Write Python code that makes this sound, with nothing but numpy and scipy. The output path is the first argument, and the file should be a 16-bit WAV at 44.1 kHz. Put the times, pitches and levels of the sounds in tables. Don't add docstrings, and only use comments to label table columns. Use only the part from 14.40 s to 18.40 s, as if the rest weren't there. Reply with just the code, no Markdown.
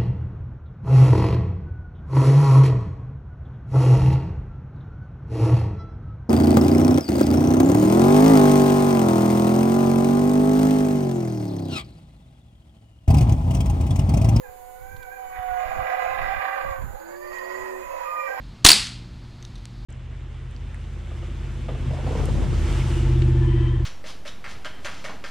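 import sys
import numpy as np
from scipy import signal
from scipy.fft import rfft, irfft, next_fast_len
from scipy.io import wavfile
from scipy.ndimage import map_coordinates

SR = 44100
rng = np.random.default_rng(int(sys.argv[2]) if len(sys.argv) > 2 else 0)


def master(y):
    cut = np.clip(np.atleast_2d(y).T, -1, 1)
    pcm = np.round(cut * 32767)
    wavfile.write(sys.argv[1], SR, pcm.astype(np.int16))


N = 176400
T = np.arange(N) / SR


def amp(db):
    return 10 ** (np.asarray(db) / 20)


def unit(x):
    return x / np.sqrt(np.mean(x ** 2) + 1e-20)


def along(points, hz):
    f, v = np.transpose(points)
    return np.interp(np.log(hz + 1), np.log(f + 1), v)


def curves(rows):
    times, *columns = np.transpose(rows)
    return [np.interp(T, times, column) for column in columns]


def gate(rows):
    return np.clip(1 + np.minimum(T - rows[0][0], rows[-1][0] - T) / 0.0031, 0, 1)


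def wobble(rate):
    return map_coordinates(rng.standard_normal(8192), [T * rate], mode="wrap")


def filtered(x, response):
    size = next_fast_len(N + SR // 2)
    return irfft(rfft(x, size) * response(np.fft.rfftfreq(size, 1 / SR)), size)[..., :N]


def noise(colour):
    return unit(filtered(rng.standard_normal(N), lambda hz: amp(along(colour, hz))))


def scattered(x, fade_s):
    t = T[:SR // 2]
    tail = rng.standard_normal((2, len(t))) * amp(-60 * t / fade_s) * (t > .008)
    return signal.fftconvolve(x[None], tail / np.linalg.norm(tail[0]), axes=1)[:, :N]


def air_bumps():
    bumps = [(0.0, -49), (0.07, -66), (0.09, -44.5), (0.15, -58), (0.38, -53), (0.42, -45), (0.59, -41.5),
             (0.66, -50.5), (0.81, -59), (0.91, -45), (0.95, -53), (0.99, -42), (1.04, -54), (1.12, -42.5),
             (1.17, -51), (1.26, -42.5), (1.36, -37), (1.43, -37), (1.48, -47.5), (1.59, -58), (1.66, -43),
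             (1.82, -36), (1.99, -37), (2.02, -54), (2.17, -57), (2.26, -35.5), (2.36, -47), (2.4, -33.5),
             (2.54, -38.5), (2.62, -65.5), (2.85, -52.5), (3.16, -65), (3.21, -43.5), (3.3, -65),
             (3.48, -48.5), (3.89, -72), (4.0, -49)]
    rumble_colour = [(20, 4), (50, 3.5), (100, -11.5), (160, -20), (250, -27.5), (500, -20), (1500, -105)]
    thud_colour = [(40, -26), (85, 13), (160, -2), (250, -8), (500, -14), (1500, -64)]
    bump_db = curves(bumps)[0] + 1.14 * wobble(27.76)
    air = noise(rumble_colour)
    left = amp(-10.5) * noise(rumble_colour) - amp(-6.5) * air
    rumble = amp(bump_db) * np.array([left, amp(5.5) * air])
    thud_db = -52.5 + 2.07 * (bump_db + 39)
    return rumble + amp(thud_db) * noise(thud_colour) * amp([[-10], [5]])


def night_and_hiss():
    night = [(30, 11), (200, -7.5), (310, -5), (430, 1.5), (620, -2), (1000, 2.5), (1400, -7.5), (2000, -7),
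             (3000, -15.5), (4600, -15.5), (5700, -23.5), (8500, -23), (15000, -16)]
    hiss = [(1000, -23), (4500, -14.5), (5800, -15.5), (7000, 4), (8500, -33), (9400, -6.5), (10000, -1.5),
            (12500, 4.5), (14000, 3.5), (15500, -3)]
    hush = np.array([amp(-54) * noise(night), amp(-52) * noise(night)])
    return hush + np.array([amp(-86.5) * noise(hiss), amp(-53) * noise(hiss)])


def wing_strokes(hz, rate_hz, sweep_hz, drift):
    u = np.cumsum(rate_hz * (1 + drift * wobble(4.2))) / SR % 1
    cycles = (hz * u + sweep_hz * u * (1 - u) / 2) / rate_hz
    chirps = np.sin(np.pi * u) ** 4 * np.sin(2 * np.pi * cycles)
    return unit(chirps + amp(6) * scattered(chirps, fade_s=0.36))


def crickets(count):
    loudness = [(0.0, -67.5), (0.79, -63.5), (0.87, -58.5), (0.98, -65), (1.12, -61), (2.28, -63.5),
                (2.42, -60.5), (2.8, -61), (2.98, -57.5), (3.84, -58), (4.0, -63)]
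    chorus = 0
    for hz in 6928 * (1 + 0.022 * np.linspace(-1, 1, count)):
        flutter = amp(3 * wobble(30.16))
        wavering_hz = hz * (1 + 0.0031 * wobble(11))
        chorus += flutter * wing_strokes(wavering_hz, rate_hz=160.9, sweep_hz=2090, drift=.0018)
    return amp(curves(loudness)[0]) * unit(chorus) * amp([[2], [0]])


def insect_whines():
    tones = [(9717, -71.5), (12312, -73)]
    whines = sum(amp(db) * np.sin(2 * np.pi * hz * T + 0.43 * wobble(30)) for hz, db in tones)
    return np.sqrt(2) * whines * amp([[-12], [5]])


def voice(rows, tones, rough, jitter=0.00419):
    hz, db = curves(rows)
    shaky_hz = hz * (1 + jitter * wobble(45) + 0.02935 * rough * wobble(130))
    phase = 2 * np.pi * np.cumsum(shaky_hz) / SR
    shake = unit(1 + rough * (0.31 * wobble(55) + .5 * wobble(190)))
    tone = sum(amp(level + 0.63 * wobble(13)) * np.sin(k * phase) for k, level in tones)
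    return gate(rows) * amp(db) * shake * tone


def troop_calls():
    # t/s, f/Hz, level/dB
    drone = [(0.0, 509.7, -49.5), (0.17, 506.7, -55.5), (0.79, 503.6, -52), (0.95, 508.1, -57),
             (1.08, 512.7, -48.5), (1.75, 529.4, -40), (1.87, 542.4, -47), (2.32, 547, -40.5),
             (2.42, 523.4, -49)]
    yelp = [(.035, 844, -56), (.06, 797, -50), (.09, 810, -58)]
    whine = [(0.25, 1475, -73), (0.35, 1476, -60), (0.422, 1493, -52.5), (0.52, 1563, -44.5),
             (0.612, 1594, -49.5), (0.628, 1537, -40), (0.7, 1521, -48), (0.73, 1601, -38.5),
             (0.8, 1564, -51.5), (0.92, 1501, -53.5), (1.12, 1476, -50.5), (1.2, 1470, -58)]
    far_wail = [(.9, 1132, -50), (1.06, 1106, -54), (1.24, 1080, -44)]
    wail = [(1.25, 1025, -53), (1.4, 1048, -43), (1.55, 1052, -44), (1.76, 1070, -38.5),
            (1.86, 1120, -63.5), (1.98, 1205, -38), (2.15, 1190, -40.5), (2.3, 1180, -34.5),
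            (2.38, 1080, -45), (2.46, 960, -57)]
    hoot = [(2.6, 338, -56), (2.66, 337.7, -49), (2.776, 365.6, -45.5), (2.92, 368.3, -45),
            (3.02, 370.2, -44.5), (3.2, 379, -41.5), (3.33, 380, -38), (3.415, 371, -42.5),
            (3.45, 368, -56)]
    moan = [(2.69, 587.3, -52), (2.72, 577, -51), (2.924, 595, -46.5), (2.93, 589.9, -71)]
    late_drone = [(2.98, 503.4, -62), (3.018, 537, -38), (3.166, 556.4, -53), (3.224, 525.6, -52.5),
                  (3.46, 554, -42.5), (3.72, 531, -45), (3.9, 537.9, -35), (4.0, 505, -55)]
    # pitch multiple, level/dB
    drone_tones = [(1, 2.5), (2, -9.5), (3, -36), (4, -17.5)]
    yelp_tones = [(1, 2.5), (2, 4), (3, -7.5)]
    hoot_tones = [(2 / 3, -20.5), (0.99, 0), (4 / 3, -33)]
    moan_tones = [(1, 3), (2, -1.5), (3, -10)]
    # t/s, roughness from 0 to 1
    drone_rough = [(0, 0.6), (1.1, 0.14), (1.4, 0.43), (1.9, 0.69), (2.2, 0.099)]
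    wail_rough = [(1.25, 0.37), (1.76, 0.31), (1.9, 0.808), (2.3, 0.6)]
    return (voice(drone, drone_tones, curves(drone_rough)[0], jitter=0.0038)
            + voice(far_wail, [(1, 0)], rough=0.47)
            + voice(wail, [(0.98, 0.0063)], curves(wail_rough)[0])
            + voice(hoot, hoot_tones, rough=0.11)
            + voice(moan, moan_tones, rough=0.22)
            + amp(-4) * voice(late_drone, drone_tones, rough=0.46)
            + voice(yelp, yelp_tones, rough=0.24)
            + voice(whine, [(1, -1), (3 / 2, -14)], rough=0.32, jitter=0.00818))


def lead_howl():
    # t/s, f/Hz, level/dB
    howl = [(0.03, 751, -72), (0.07, 739.4, -48), (0.33, 736, -43.5), (0.46, 765.6, -45.5),
            (0.62, 780, -61.5), (0.69, 743, -37), (0.75, 783, -54), (0.79, 755.6, -37), (0.94, 749.8, -33),
            (1.04, 736, -30.5), (1.13, 732.6, -26.5), (1.21, 731.6, -26.5), (1.29, 754.7, -38),
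            (1.32, 756, -27), (1.38, 759, -33.5), (1.44, 749.5, -30), (1.46, 750.4, -29),
            (1.61, 732.6, -28.5), (1.63, 736, -39), (1.66, 735.3, -28), (1.74, 768.5, -32.5),
            (1.81, 746.7, -32.5), (1.86, 761, -32.5), (1.92, 769.5, -29), (1.97, 773, -35.5),
            (2.18, 779, -33), (2.3, 734, -52.5), (2.35, 748, -33.5), (2.39, 730, -70)]
    split = [(0.9, 688, -53), (1.17, 670, -62), (1.25, 660, -36), (1.7, 692, -42.5), (1.85, 704, -42)]
    thin_howl = [(.15, 970, -61), (.45, 975, -72), (.6, 972, -59), (.8, 968, -61), (1.0, 973, -52),
                 (1.2, 960, -55)]
    tones = [(1, 1), (2, -18), (3, -24.5), (4, -32)]
    roughness = [(0, 0.07), (1.18, 0), (1.3, 0.38), (1.7, 0.86), (2.3, 0.43)]
    flutter = [(1.2, -1), (1.33, 1.5), (1.5, 2.5), (1.7, 5), (1.9, -1)]
    flutter_hz, peak_s = 15.8, 1.595
    shaking = amp(curves(flutter)[0] * np.cos(2 * np.pi * flutter_hz * (T - peak_s)))
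    return (amp(-1) * shaking * voice(howl, tones, curves(roughness)[0], jitter=0.0025)
            + voice(split, [(1, -1.4)], rough=0.61)
            + voice(thin_howl, [(1, 0)], rough=0.045, jitter=0.0019))


def katydids():
    trills = [(.04, 0.5, -68, 8180), (3.057, 0.48, -66, 8104)]
    out = 0
    for start, length, db, hz in trills:
        swell = np.sin(np.pi * np.clip((T - start) / length, 0, 1))
        out += amp(db) * swell * wing_strokes(hz, rate_hz=88.3, sweep_hz=1510, drift=0.025)
    return out


def throat(x, resonances):
    mouth = [(150, -24), (330, -3), (430, -11), (520, -1), (2600, 2), (3200, -5), (5200, -4), (6200, -21.5),
             (10000, -35)]

    def ringing(f):
        return sum((-1) ** k * amp(db) * 1j * f * width / (hz * hz - f * f + 1j * f * width)
                   for k, (hz, width, db) in enumerate(resonances))
    return unit(filtered(x, lambda f: ringing(f) * amp(along(mouth, f))))


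def rough_breath(rows, sac, low, high, pulse_hz, scatter, depth, sac_db, low_db, high_db):
    opening = [(0, 1.03), (1, 0.99), (1.35, 0.99), (1.7, 1.045), (2.1, 0.93), (2.33, 0.96), (2.48, 0.77),
               (2.64, 0.81), (2.78, .92), (2.92, 0.99), (3.15, 1.01), (3.35, 0.96), (3.53, 1.046),
               (3.7, 0.98), (4, 1.006)]
    cycle = np.cumsum(pulse_hz * (1 + scatter * wobble(70))) / SR
    puffs = np.exp(depth * np.cos(2 * np.pi * cycle)) * amp(1.67 * wobble(21.66))
    sac_air, low_air, high_air = puffs * rng.standard_normal((3, N))
    position = [np.cumsum(curves(opening)[0])]
    low_ring = map_coordinates(throat(low_air, low), position, mode="mirror")
    high_ring = map_coordinates(throat(high_air, high), position, mode="mirror")
    body = amp(sac_db) * throat(sac_air, sac) + amp(low_db) * low_ring
    body_db, top_db = curves(rows)
    return gate(rows) * (amp(body_db) * body + amp(top_db + high_db) * high_ring)


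def roar():
    loudness = [(.12, -82, -92), (.45, -81, -72), (.89, -55, -61), (.93, -52.5, -51.5),
                (1.16, -48.5, -47.5), (1.23, -42, -45), (1.38, -43, -49), (1.52, -39.5, -42),
                (1.8, -39, -39.5), (2.02, -36.5, -39), (2.28, -42.5, -49), (2.4, -55, -55.5),
                (2.5, -77, -52)]
    # f/Hz, width/Hz, level/dB
    sac = [(513, 117, -0.5), (650, 85, 0.5), (770, 65, 3)]
    low = [(977.4, 128, -4), (1050, 97, -0.5), (1196, 165, -3.5)]
    high = [(1540, 57, -11), (1627, 63, 5), (1710, 60, 1), (1940, 100, 5.5), (2460, 42, 0),
            (2630, 70, -11.5), (3702, 280, -12.5), (4900, 1000, -61)]
    rasp = [(1.18, 408, -45), (1.33, 410, -42.5), (1.47, 402.2, -41), (1.78, 399.1, -41),
            (2.1, 404.3, -38.5), (2.3, 396, -43), (2.42, 370.6, -58)]
    rasp_tones = [(3, -5), (4, -1.5), (5, -3), (6, -7.5), (7, -17), (9, -28)]
    breath = rough_breath(loudness, sac, low, high, pulse_hz=105.5, scatter=0.321, depth=0.66,
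                          sac_db=-3.5, low_db=-2, high_db=0.5)
    flap_hz = 36 * (1 + 0.298 * wobble(25))
    rattle = unit(np.exp(.36 * np.cos(2 * np.pi * np.cumsum(flap_hz) / SR)))
    return rattle * (breath + voice(rasp, rasp_tones, rough=0.4504, jitter=0.01622))


def thumps():
    knocks = [(0.547, -30.5, 96), (.997, -30, 69), (1.128, -34, 60), (1.262, -31, 54.5), (1.393, -22, 78),
              (2.316, -25, 65), (2.398, -24, 75), (2.444, -29, 137)]
    push = lambda u: (1 - 2 * u ** 2) * np.exp(-u ** 2)
    return sum(amp(db) * push(np.pi * hz * (T - s)) for s, db, hz in knocks) * amp([[-22], [0]])


def twigs():
    ticks = [(.568, -51.5), (0.631, -52), (2.988, -48)]
    colour = [(500, -24), (2500, -10), (4000, -6.5), (6000, -21), (9000, -17), (14000, -18)]
    bursts = sum(amp(db) * np.exp(-abs(T - s) / 0.003) for s, db in ticks)
    return bursts * noise(colour) * amp([[-3], [5]])


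def growl():
    loudness = [(2.42, -43, -45), (2.45, -53, -69), (2.53, -45.5, -53.5), (2.758, -47.5, -48.5),
                (2.784, -57, -53), (2.86, -46, -46), (2.894, -52, -49), (2.926, -41, -44.5),
                (3.008, -44, -42.5), (3.026, -41, -48), (3.096, -40, -42.5), (3.374, -41, -47.5),
                (3.462, -43.5, -48), (3.536, -40.5, -52), (3.866, -41, -41), (3.916, -39.5, -41),
                (4.0, -36, -46)]
    # f/Hz, width/Hz, level/dB
    sac = [(523, 74, 5), (745, 100, -3)]
    low = [(863, 56, -4.5), (1026, 81, 2), (1265, 65, -4.5), (1520, 360, -11.5)]
    high = [(1911, 49, 6), (2100, 160, -6.5), (2484, 39.5, -5.5), (3200, 220, -15.5), (3700, 220, -38),
            (5400, 630, -18)]
    return rough_breath(loudness, sac, low, high, pulse_hz=54, scatter=0.228, depth=0.13,
                        sac_db=-5.5, low_db=-4, high_db=-3)


def cries():
    # t/s, f/Hz, level/dB
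    rising = [(2.45, 808, -51), (2.54, 822, -49.5), (2.74, 972, -56.5), (2.93, 1043, -49),
              (3.35, 1013, -45.5), (3.62, 985, -38.5), (3.87, 989, -44.5)]
    low = [(2.55, 1545, -60), (2.65, 1507, -46), (2.74, 1530, -57)]
    middle = [(2.89, 1920, -55), (2.93, 1905, -48), (3.0, 1881, -35), (3.04, 1899, -49), (3.15, 1938, -42),
              (3.27, 1890, -45.5), (3.65, 1880, -65)]
    high = [(2.92, 2518, -76), (3.28, 2543, -57.5), (3.43, 2500, -52.5), (3.52, 2563, -55),
            (3.72, 2510, -46)]
    return (voice(rising, [(0.99, 0)], rough=0.53, jitter=0.00666)
            + voice(low, [(1, 0.0075)], rough=0.386)
            + voice(middle, [(1, 0)], rough=0.464)
            + voice(high, [(1, -1.704)], rough=0.304))


def chirper():
    loudness = [(2.58, -72), (2.7, -73), (2.85, -67.5), (3.03, -64), (3.16, -66), (3.22, -75)]
    rate_hz, base_hz, rise_hz, climb_hz_per_s = 18.05, 4525, 340, 160
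    t = T - 2.812
    u = t * rate_hz % 1
    hz = base_hz + rise_hz * u + climb_hz_per_s * t + 110 * wobble(400)
    shape = (1 - np.exp(-u / .12)) * np.exp(-u / .35) * (1 - u ** 4)
    chirps = unit(shape * amp(2 * wobble(200)) * np.sin(2 * np.pi * np.cumsum(hz) / SR))
    chirps *= gate(loudness) * amp(curves(loudness)[0])
    return chirps * amp([[4], [-2]]) + amp(1) * scattered(chirps, fade_s=0.07)


def close_squeal():
    # t/s, f/Hz, level/dB
    squeal = [(3.632, 1753, -50), (3.645, 1242, -44), (3.66, 1209, -35), (3.75, 1221, -32),
              (3.872, 1186, -39), (3.884, 1158, -40)]
    yelp = [(3.878, 815, -44), (3.89, 778, -41.5), (3.93, 797, -38.5), (3.985, 770, -34), (4, 750, -51)]
    # t/s, level/dB
    squeal_octave = [(3.63, -14), (3.75, -22), (3.8, -3), (3.9, 1.5)]
    yelp_octave = [(3.88, 6.5), (3.935, 7), (3.96, -10), (4, 1)]
    return (voice(squeal, [(1, 0.0052), (2, curves(squeal_octave)[0])], rough=0.053, jitter=0.002376)
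            + voice(yelp, [(1, 1.5), (2, curves(yelp_octave)[0]), (3, -14.5)], rough=0.264))


def in_forest(x, echo_db):
    left_level = [(100, 9), (370, -6), (530, -7), (750, -10.5), (1150, -11), (1600, -33), (2000, -55),
                  (2500, -12), (5000, -3.5)]
    left_lead = [(100, -15.5), (400, -8), (530, -3), (750, -1.5), (1100, -2.05), (1600, 1), (2000, -10),
                 (2450, 9), (4200, -3.5), (5400, 20)]
    echo_colour = [(300, 3.5), (520, -22), (750, -6.5), (1200, 0.5), (2000, -1), (5000, 1.5)]

    def sides(hz):
        left = amp(along(left_level, hz)) * np.exp(1j * along(left_lead, hz))
        return np.array([left, np.ones_like(left)]) * 2 / abs(1 + left)
    echo = filtered(scattered(x, fade_s=0.35), lambda hz: amp(along(echo_colour, hz)))
    return filtered(x, sides) + amp(echo_db) * echo * amp([[-2], [4]])


def scene():
    roaring, growling = roar(), growl()
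    monkeys = (in_forest(troop_calls() + cries() + growling, echo_db=-2)
               + in_forest(roaring, echo_db=0)
               + in_forest(lead_howl(), echo_db=0.5)
               + in_forest(amp(0.5) * close_squeal(), echo_db=-3.5))
    insects = crickets(count=3) + katydids() + insect_whines()
    return monkeys + insects + chirper() + twigs() + thumps() + air_bumps() + night_and_hiss()


def record(dry):
    return filtered(dry, lambda hz: hz < 15600)


dry = scene()
out = record(dry)
master(out)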